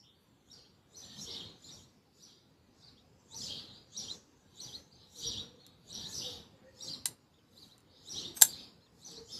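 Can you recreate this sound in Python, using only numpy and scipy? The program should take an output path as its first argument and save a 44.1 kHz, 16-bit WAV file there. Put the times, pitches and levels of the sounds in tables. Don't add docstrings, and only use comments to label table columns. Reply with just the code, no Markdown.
import sys
import numpy as np
from scipy import signal
from scipy.io import wavfile
from scipy.ndimage import uniform_filter1d

SR = 44100
rng = np.random.default_rng(int(sys.argv[2]) if len(sys.argv) > 2 else 0)


def dump_mix(stems):
    frames = np.atleast_2d(stems).T
    limited = np.clip(frames, -1, 1)
    pcm = np.round(limited * 32767).astype(np.int16)
    wavfile.write(sys.argv[1], SR, pcm)


N = 414099
T = np.arange(N) / SR

# t from the top/s, f/Hz
ARCH_CALL = [(-.04, 3100), (-.025, 3300), (.001, 4150), (.02, 4350), (.038, 3500), (.048, 3200)]
# level/dB, octave relative to the whistle/dB
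ARCH_LEVELS = [(-22, -23), (-4.5, -17), (7, -28.5), (-9.5, -31), (-15.5, -14.5), (-32, -26.5)]
# t/s, level going into the modes/dB, chatter length/ms
OPEN_BLOWS = [(8.4137, -23.5, 1.1), (8.4162, -39, 1.5), (8.4198, -14, 3.5), (8.4247, -28, 4.2),
              (9.116, -58, 0.82)]


def from_db(db):
    return 10 ** (np.asarray(db) / 20)


def rms_one(x):
    return x / np.sqrt(np.mean(x ** 2) + 1e-20)


def in_time(rows):
    s, *columns = np.transpose(rows)
    return [np.interp(T, s, column) for column in columns]


def shaky(count, size):
    once = uniform_filter1d(rng.standard_normal(count), size=size)
    return rms_one(uniform_filter1d(once, size=size))


def settle(x, time_s):
    r = np.exp(-1 / (time_s * SR))
    return signal.lfilter([1 - r], [1, -r], x)


def add(track, s, sound):
    i = max(round(s * SR), 0)
    track[i:i + len(sound)] += sound[:N - i]


def coloured(spectrum, patchy_db, patch_bins):
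    hz, level_db = np.transpose(spectrum)
    grid, _, cells = signal.stft(rng.standard_normal(N), SR, nperseg=1024)
    patches = uniform_filter1d(rng.standard_normal(cells.shape), size=6, axis=1)
    patches = rms_one(uniform_filter1d(patches, size=patch_bins, axis=0))
    shape_db = np.interp(np.log(grid + 1), np.log(hz), level_db, left=-80, right=-80)
    shaped = cells * from_db(shape_db[:, None] + patchy_db * patches)
    return rms_one(signal.istft(shaped, SR, nperseg=1024)[1][:N])


def echoes(x, t60, rise_s):
    t = np.arange(SR) / SR
    tail = rng.standard_normal(SR) * from_db(-60 * t / t60) * np.clip(t / rise_s, 0, 1)
    return signal.fftconvolve(x, tail / np.sqrt(np.sum(tail ** 2)))[:N]


def ring(x, hz, t60):
    r, w = from_db(-60 / (t60 * SR)), 2 * np.pi * hz / SR
    return signal.lfilter([0, np.sin(w)], [1, -2 * r * np.cos(w), r * r], x + 1e-18)


def bursts(starts, holds, levels_db, rise_db_per_s, fall_db_per_s):
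    t = T[::64, None]
    rise_db = rise_db_per_s * np.maximum(starts - t, 0)
    fall_db = fall_db_per_s * np.maximum(t - starts - holds, 0)
    gains = from_db(levels_db - rise_db - fall_db)
    return np.interp(T, t[:, 0], np.sqrt(np.sum(gains ** 2, axis=1)))


def chirp(call, levels, factor):
    warble_hz, rasp_depth = 90, 0.55
    (s, hz), (level_db, octave_db) = np.transpose(call), np.transpose(levels)
    t = np.arange(s[0], s[-1], 1 / SR)
    pitch_hz = np.interp(t, s, hz) * factor + warble_hz * shaky(len(t), size=40)
    phase = 2 * np.pi * np.cumsum(pitch_hz) / SR
    octave = from_db(np.interp(t, s, octave_db)) * shaky(len(t), size=40) * np.sin(2 * phase)
    rasp = 1 + rasp_depth * shaky(len(t), size=130)
    return np.sqrt(2) * rasp * from_db(np.interp(t, s, level_db)) * (np.sin(phase) + octave)


def town_rumble(open_db):
    # f/Hz, relative level per Hz/dB
    rumble_spectrum = [(15, -41), (25, -23), (90, 0.5), (199, -3.5), (267, -4), (339, -8.5), (474, -8.5),
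                       (624, -16.5), (791, -14.5), (2040, -24), (2800, -24.5), (3640, -28.5), (6160, -120)]
    # t/s, level/dB
    held_levels = [(0, -69), (.8, -66.5), (1.55, -62.5), (2.1, -68.5), (2.6, -66.5), (3.2, -65),
                   (4.3, -65.5), (5.0, -66), (5.8, -64.5), (6.6, -62.5), (7.3, -67.5), (8.0, -65),
                   (8.9, -65.5), (9.39, -65.5)]
    return from_db(in_time(held_levels)[0] + open_db) * coloured(rumble_spectrum, 2.5, patch_bins=2)


def flock(level_db, pitch_hz):
    calls_per_s, slot_s = 35.0, .02
    calls = np.zeros(N)
    starts = np.arange(0, N / SR, slot_s)
    draws = rng.random((len(starts) + 2, 2))
    for s, (chance, u) in zip(starts, draws):
        if chance < calls_per_s * slot_s:
            factor = pitch_hz[int(s * SR)] / 3950 * (.86 + 0.34 * u)
            add(calls, s, chirp(ARCH_CALL, ARCH_LEVELS, factor))
    blurred = echoes(calls, 0.76, 0.039) + 0.43 * echoes(calls, .1, .01)
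    half = SR // 2
    earlier = np.roll(calls, half)[:half]
    blurred[:half] += echoes(earlier, 0.23, 0.016)[half:SR]
    even = np.sqrt(uniform_filter1d(blurred ** 2, size=3000) + 0.0012)
    return from_db(level_db) * blurred / even


def far_flock():
    # t/s, hold/s, level/dB, guiding pitch f/Hz
    outbursts = [(0.0, 0.088, -66, 3724), (1.112, 0.027, -54, 3754), (1.311, 0.057, -48, 4010),
                 (1.681, 0.028, -60.5, 4360), (2.226, 0.1, -64, 4060), (2.816, 0.084, -69.5, 4660),
                 (3.476, 0.12, -47, 3900), (3.679, 0.093, -57.5, 4083), (4.01, 0.033, -49, 4050),
                 (4.59, 0.15, -60, 4160), (5.025, 0.009, -61.5, 4207), (5.242, .02, -45, 4090),
                 (5.298, 0.058, -45.5, 3940), (5.96, 0.075, -47, 4170), (6.21, 0.13, -51, 3730),
                 (6.849, 0.085, -52, 4615), (7.565, 0.071, -70.5, 4190), (7.97, 0.089, -65.5, 4120),
                 (8.178, .08, -48.5, 3777), (8.503, 0.14, -54.5, 4090), (9.095, 0.063, -54.5, 4630),
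                 (9.337, .06, -52, 4995)]
    rise_db_per_s, fall_db_per_s, quiet_db = 245.5, 173.5, -80.5
    s, hold_s, db, hz = np.transpose(outbursts)
    gain = from_db(quiet_db) + bursts(s, hold_s, db, rise_db_per_s, fall_db_per_s)
    return flock(20 * np.log10(gain), np.interp(T, s, hz))


def suppressor_opening(loud):
    threshold_db, share, widest_db = -66, 0.53, 10.5
    listens_s, moves_s = 0.0072, 0.026
    level_db = 10 * np.log10(settle(loud ** 2, listens_s) + 1e-12)
    return settle(np.clip(share * (level_db - threshold_db), 0, widest_db), moves_s)


def treble(open_db):
    # f/Hz, relative level per Hz/dB
    twitter_spectrum = [(3530, -29), (6000, -8), (7170, -8.5), (7740, -11.5), (8130, -22), (9000, -28),
                        (11700, -53.5), (19800, -120)]
    # f/Hz, relative level per Hz/dB
    hiss_spectrum = [(4880, -34), (8300, -11), (8970, -11), (10900, -4), (11500, -0.5), (12600, -12),
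                     (14900, -12), (15700, -22)]
    # t/s, hold/s, twitter level/dB, hiss level/dB
    treble_bursts = [(0.214, .02, -95, -84), (0.515, .02, -73, -87), (0.996, 0.063, -67, -76),
                     (1.21, 0.022, -52, -65.5), (1.312, 0.066, -64, -82), (1.64, 0.17, -65.5, -79.5),
                     (2.224, .01, -69, -78), (2.81, .01, -75, -97), (3.215, .08, -79, -108),
                     (3.407, 0.06, -51, -68), (3.99, 0.14, -57, -87), (4.3, 0.18, -79, -106),
                     (4.564, .04, -76, -81), (4.653, 0.1, -62, -76), (5.19, .02, -53.5, -63),
                     (5.887, .15, -74, -77), (6.11, 0.066, -51.5, -63), (6.22, 0.11, -63.5, -69.5),
                     (6.84, 0.044, -57.5, -71), (7.575, 0.11, -74.5, -75.5), (8.09, .06, -69, -71.5),
                     (8.183, 0.018, -58, -74), (8.5, 0.11, -65, -78), (8.994, .02, -70, -80),
                     (9.1, 0.023, -59.5, -78), (9.332, .02, -57, -71)]
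    s, hold_s, twitter_db, hiss_db = np.transpose(treble_bursts)
    rates = 200, 161
    twitter = from_db(-85.5 + 0.99 * open_db) + bursts(s, hold_s, twitter_db, *rates)
    hiss = from_db(-95 + 1.7 * open_db) + bursts(s, hold_s, hiss_db, *rates)
    return (twitter * coloured(twitter_spectrum, 5.8, patch_bins=8)
            + hiss * coloured(hiss_spectrum, 1.4, patch_bins=12))


def sparrows():
    # t from the leap/s, f/Hz
    long_call = [(-.07, 3350), (-.035, 3550), (-.004, 4200), (-.003, 5300), (.003, 5980), (.022, 5900),
                 (.028, 5500), (.031, 4750), (.048, 4400), (.06, 3700), (.088, 3050), (.1, 3000)]
    # level/dB, octave relative to the whistle/dB
    long_levels = [(-39.5, 11.5), (-16.5, 3), (2.5, -17.5), (-12.5, -13), (5, -24.5), (3, -20.5),
                   (5.5, -17.5), (-0.5, -20.5), (-13, -23), (-7, -12.5), (-8, -12.5), (-37.5, -22)]
    # t/s, direct level/dB, echo level/dB, pitch factor
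    long_calls = [(0.512, -64.5, -60.5, 0.93), (0.963, -57, -50, 1.02), (1.209, -57, -52, 0.93),
                  (1.713, -59.5, -56.5, 0.98), (2.224, -64, -61, 0.98), (3.35, -49, -49.5, 1.003),
                  (3.972, -49, -50, 0.96), (4.613, -51, -53, 1.007), (5.169, -58, -49.5, 0.99),
                  (5.256, -43.5, -47, 0.97), (5.924, -50, -49.5, .99), (6.139, -51, -45.5, 1),
                  (6.82, -53.5, -53.5, 0.95), (8.093, -52, -45, 0.97), (9.048, -57, -60, 1.02),
                  (9.318, -57, -47.5, 0.89)]
    # t from the leap/s, f/Hz
    short_call = [(-.03, 3500), (-.012, 3800), (.001, 4650), (.035, 4700), (.048, 4000), (.058, 3500),
                  (.07, 3100)]
    # level/dB, octave relative to the whistle/dB
    short_levels = [(-28, -5.5), (-4.5, -19.5), (1, -27.5), (-7.5, -25.5), (2.5, -23.5), (-14, -19.5),
                    (-28.5, -22)]
    # t/s, direct level/dB, echo level/dB, pitch factor
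    short_calls = [(.535, -63, -50.5, 1.025), (1.314, -50, -56, 1.11), (1.36, -49, -48, 0.79),
                   (1.646, -59.5, -59, 0.89), (2.839, -62.5, -58.5, 0.98), (3.419, -47, -48.5, 1.12),
                   (4.92, -71.5, -56, 1.02), (5.6, -68, -55, 0.91), (6.145, -50, -42, 1.15),
                   (6.891, -45, -50, 1.005), (7.345, -74.5, -82.5, .78), (7.585, -54.5, -52, 0.99),
                   (7.89, -89, -57, 0.95), (8.489, -49, -53.5, 1.0), (8.555, -56.5, -57.5, .86),
                   (8.82, -73, -79, 0.89)]
    # t/s, direct level/dB, echo level/dB, pitch factor
    arch_calls = [(0.659, -72, -81, 0.8), (1.046, -58, -67, 1.02), (1.19, -56, -72, 0.96),
                  (1.294, -52, -54, 0.98), (1.44, -75, -52, 1.02), (1.833, -71, -71, 0.98),
                  (2.363, -83, -61, 0.95), (2.988, -73.5, -76, 0.892), (3.495, -68, -48.5, 0.8),
                  (4.111, -47, -84, 0.98), (4.751, -50, -64, 1.01), (5.255, -53, -46.5, 0.93),
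                  (5.391, -47, -54.5, 0.91), (6.065, -48.5, -71, .99), (6.246, -50, -42, 0.9),
                  (7.722, -65.5, -76, 0.958), (8.18, -47.5, -50, 0.99), (8.261, -50, -55.5, 0.9),
                  (8.58, -73.5, -65.5, 0.62), (9.181, -57, -61, 1.05)]
    near_wall_db, walls_t60_s = -4.5, 0.63
    direct, sent = np.zeros((2, N))
    for call, levels, rows in ((long_call, long_levels, long_calls), (short_call, short_levels, short_calls),
                               (ARCH_CALL, ARCH_LEVELS, arch_calls)):
        for s, direct_db, echo_db, factor in rows:
            sound = chirp(call, levels, factor)
            start_s = s + call[0][0]
            add(direct, start_s, from_db(direct_db) * sound)
            add(sent, start_s, from_db(echo_db) * sound)
    near = direct + from_db(near_wall_db) * echoes(direct, .09, 0.01)
    return near, echoes(sent, walls_t60_s, 0.011)


def far_tones():
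    # t/s, length/s, f/Hz, level before the wavering/dB
    tones = [(1.0, 0.26, 1830, -68), (1.27, .15, 2150, -63), (3.3, 0.093, 900, -59.5),
             (4.195, .62, 1600, -81), (5.216, .2, 269.7, -52), (5.954, 0.23, 1740, -64.5),
             (6.2, 0.21, 781, -60.5), (6.52, 0.31, 1860, -71), (8.118, 0.15, 386, -52.5),
             (8.236, 0.13, 343, -51.5), (3.36, 0.12, 173.7, -50.5), (1.15, 0.1, 177, -50),
             (5.215, 0.13, 85.5, -48)]
    out = np.zeros(N)
    for s, length_s, hz, db in tones:
        t = np.arange(0, length_s, 1 / SR)
        swell = np.sin(np.pi * t / length_s) * shaky(len(t), size=280)
        add(out, s, from_db(db) * swell * np.sin(2 * np.pi * hz * t))
    return out


def dove():
    # t/s, rise/s, fall/s, mean pitch f/Hz, peak level before the final mix/dB
    coos = [(1.24, 0.076, .06, 465, -50), (4.749, 0.035, .25, 501, -65.5), (5.149, 0.12, 0.35, 481, -51.5),
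            (6.17, 0.12, 0.12, 479.7, -47.5), (6.52, 0.053, 0.28, 519.4, -52), (6.82, 0.08, .06, 516, -55),
            (9.08, .11, 0.063, 451, -51.5)]
    edge_db = -12.5
    out = np.zeros(N)
    for s, rise_s, fall_s, hz, db in coos:
        t = np.arange(0, rise_s + fall_s, 1 / SR)
        level_db = db + np.interp(t, [0, rise_s, rise_s + fall_s], [edge_db, 0, edge_db])
        fade = np.clip(np.minimum(t, t[-1] - t) / 0.024, 0, 1)
        pitch_hz = hz + 14 * shaky(N, size=700)[:len(t)]
        add(out, s, fade * from_db(level_db) * np.sin(2 * np.pi * np.cumsum(pitch_hz) / SR))
    breathy = out * (1 + .5 * shaky(N, size=900))
    return 0.57 * breathy + 0.4 * echoes(breathy, 0.17, 0.016)


def blows(rows, modes, crack_db):
    chatter, grit = np.zeros(N), rng.standard_normal((len(rows), SR // 50))
    for (s, level_db, ms), noise in zip(rows, grit):
        t = np.arange(0, ms / 1000, 1 / SR)
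        onset = np.clip(t / 0.00009, 0, 1)
        add(chatter, s, from_db(level_db) * rms_one(onset * np.tanh(noise[:len(t)])))
    rung = np.zeros(N)
    for k, (hz, db, t60) in enumerate(modes):
        sign = (-1) ** k
        rung += 0.13 * sign * from_db(db) * ring(chatter, hz, t60)
    crack = signal.sosfilt(signal.butter(3, [4500, 12500], "band", fs=SR, output="sos"), chatter)
    no_bass = signal.butter(3, 680, "high", fs=SR, output="sos")
    return signal.sosfilt(no_bass, rung + from_db(crack_db) * crack)


def unlock_and_shut():
    # t/s, level going into the modes/dB, chatter length/ms
    shut_blows = [(5.665, -51.5, 1.15), (7.0553, -35.5, 2.1), (7.057, -22, 0.74), (7.0588, -39.5, 8.9),
                  (7.78, -61, 1.3), (7.805, -63, 0.84)]
    # f/Hz, relative level/dB, time to die 60 dB/s
    shut_modes = [(780, -15, 0.0083), (1040, -16, 0.0151), (1600, -18, 0.019), (1957, -13, 0.026),
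                  (2890, -8, 0.0065), (4070, -11, 0.023), (4870, -17.5, 0.017), (6200, -17.5, 0.018),
                  (7360, -15, .015), (7250, -11, .09), (7390, -11, .09), (8040, -9.5, 0.00864),
                  (9130, -7, .02), (9700, -14, 0.017), (11020, -17.5, 0.02), (12800, -13.5, 0.017),
                  (14300, -12, 0.016)]
    return blows(shut_blows, shut_modes, crack_db=6)


def swing():
    # t/s, level/dB
    rub_levels = [(8.345, -63), (8.362, -54.5), (8.372, -40), (8.39, -51.5), (8.411, -48.5), (8.414, -73.5)]
    # f/Hz, width/Hz, relative level/dB
    pivot = [(6360, 300, 6), (8250, 280, 9), (11800, 600, 6), (10000, 5000, -9.5), (2040, 1500, -15)]
    noise, rub = rng.standard_normal(N), np.zeros(N)
    for hz, width_hz, db in pivot:
        t60 = np.log(1000) / (np.pi * width_hz)
        rub += from_db(db) * rms_one(ring(noise, hz, t60))
    turning = (T > rub_levels[0][0]) & (T < rub_levels[-1][0])
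    return from_db(in_time(rub_levels)[0]) * turning * rms_one(rub)


def snap_open():
    # f/Hz, relative level/dB, time to die 60 dB before the hand's limit/s
    open_modes = [(870, -2.5, 0.0074), (1075, -7.5, 0.007), (1560, -9.5, 0.013), (2110, -13.5, 0.0086),
                  (3300, -3, 0.0038), (3900, -12.5, 0.013), (5530, -9, .01), (6260, -6, .012),
                  (6375, 1, .016), (7506, -3, 0.0082), (7300, 1.5, .02), (7460, 1.5, .012),
                  (9600, -8, 0.0068), (10300, -0.5, 0.015), (11330, -5, 0.03), (11030, -6, 0.018),
                  (12150, -16, .01), (13500, -13.5, .012)]
    longest_ring_s = .022
    damped = np.minimum(open_modes, [SR, SR, longest_ring_s])
    return blows(OPEN_BLOWS, damped, crack_db=9)


def thump():
    click = 1.0 * (np.arange(N) == round(OPEN_BLOWS[2][0] * SR))
    return from_db(-48.5) * ring(click, hz=123, t60=.2)


def paving(knife):
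    # delay t/s, level/dB
    slaps = [(.013, -17.5), (0.0276, -23)]
    floor_echo_db, floor_t60_s = -12, .17
    out = knife + from_db(floor_echo_db) * echoes(knife, floor_t60_s, 0.0018)
    smeared = echoes(knife, .012, .0005)
    for delay_s, db in slaps:
        add(out, delay_s, from_db(db) * smeared)
    return out


def scene():
    direct, walls = sparrows()
    knife = unlock_and_shut() + swing() + snap_open() + thump()
    foreground = paving(knife) + direct + far_flock()
    open_db = suppressor_opening(foreground + from_db(-8.5) * walls)
    wall_gain = from_db(-9 + 0.75 * open_db)
    background = town_rumble(open_db) + treble(open_db) + wall_gain * walls
    microphone_noise = from_db(-84.5) * rng.standard_normal(N)
    return (foreground + background + far_tones() + dove() + microphone_noise)[None]


def record(dry):
    overload, cutoff_hz = .8, 16450
    thin = signal.sosfilt(signal.butter(2, 45, "high", fs=SR, output="sos"), dry)
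    rounded = thin / (1 + (thin / overload) ** 4) ** .25
    return signal.sosfilt(signal.cheby2(12, 70, cutoff_hz, fs=SR, output="sos"), rounded)


dry = scene()
out = record(dry)
dump_mix(out)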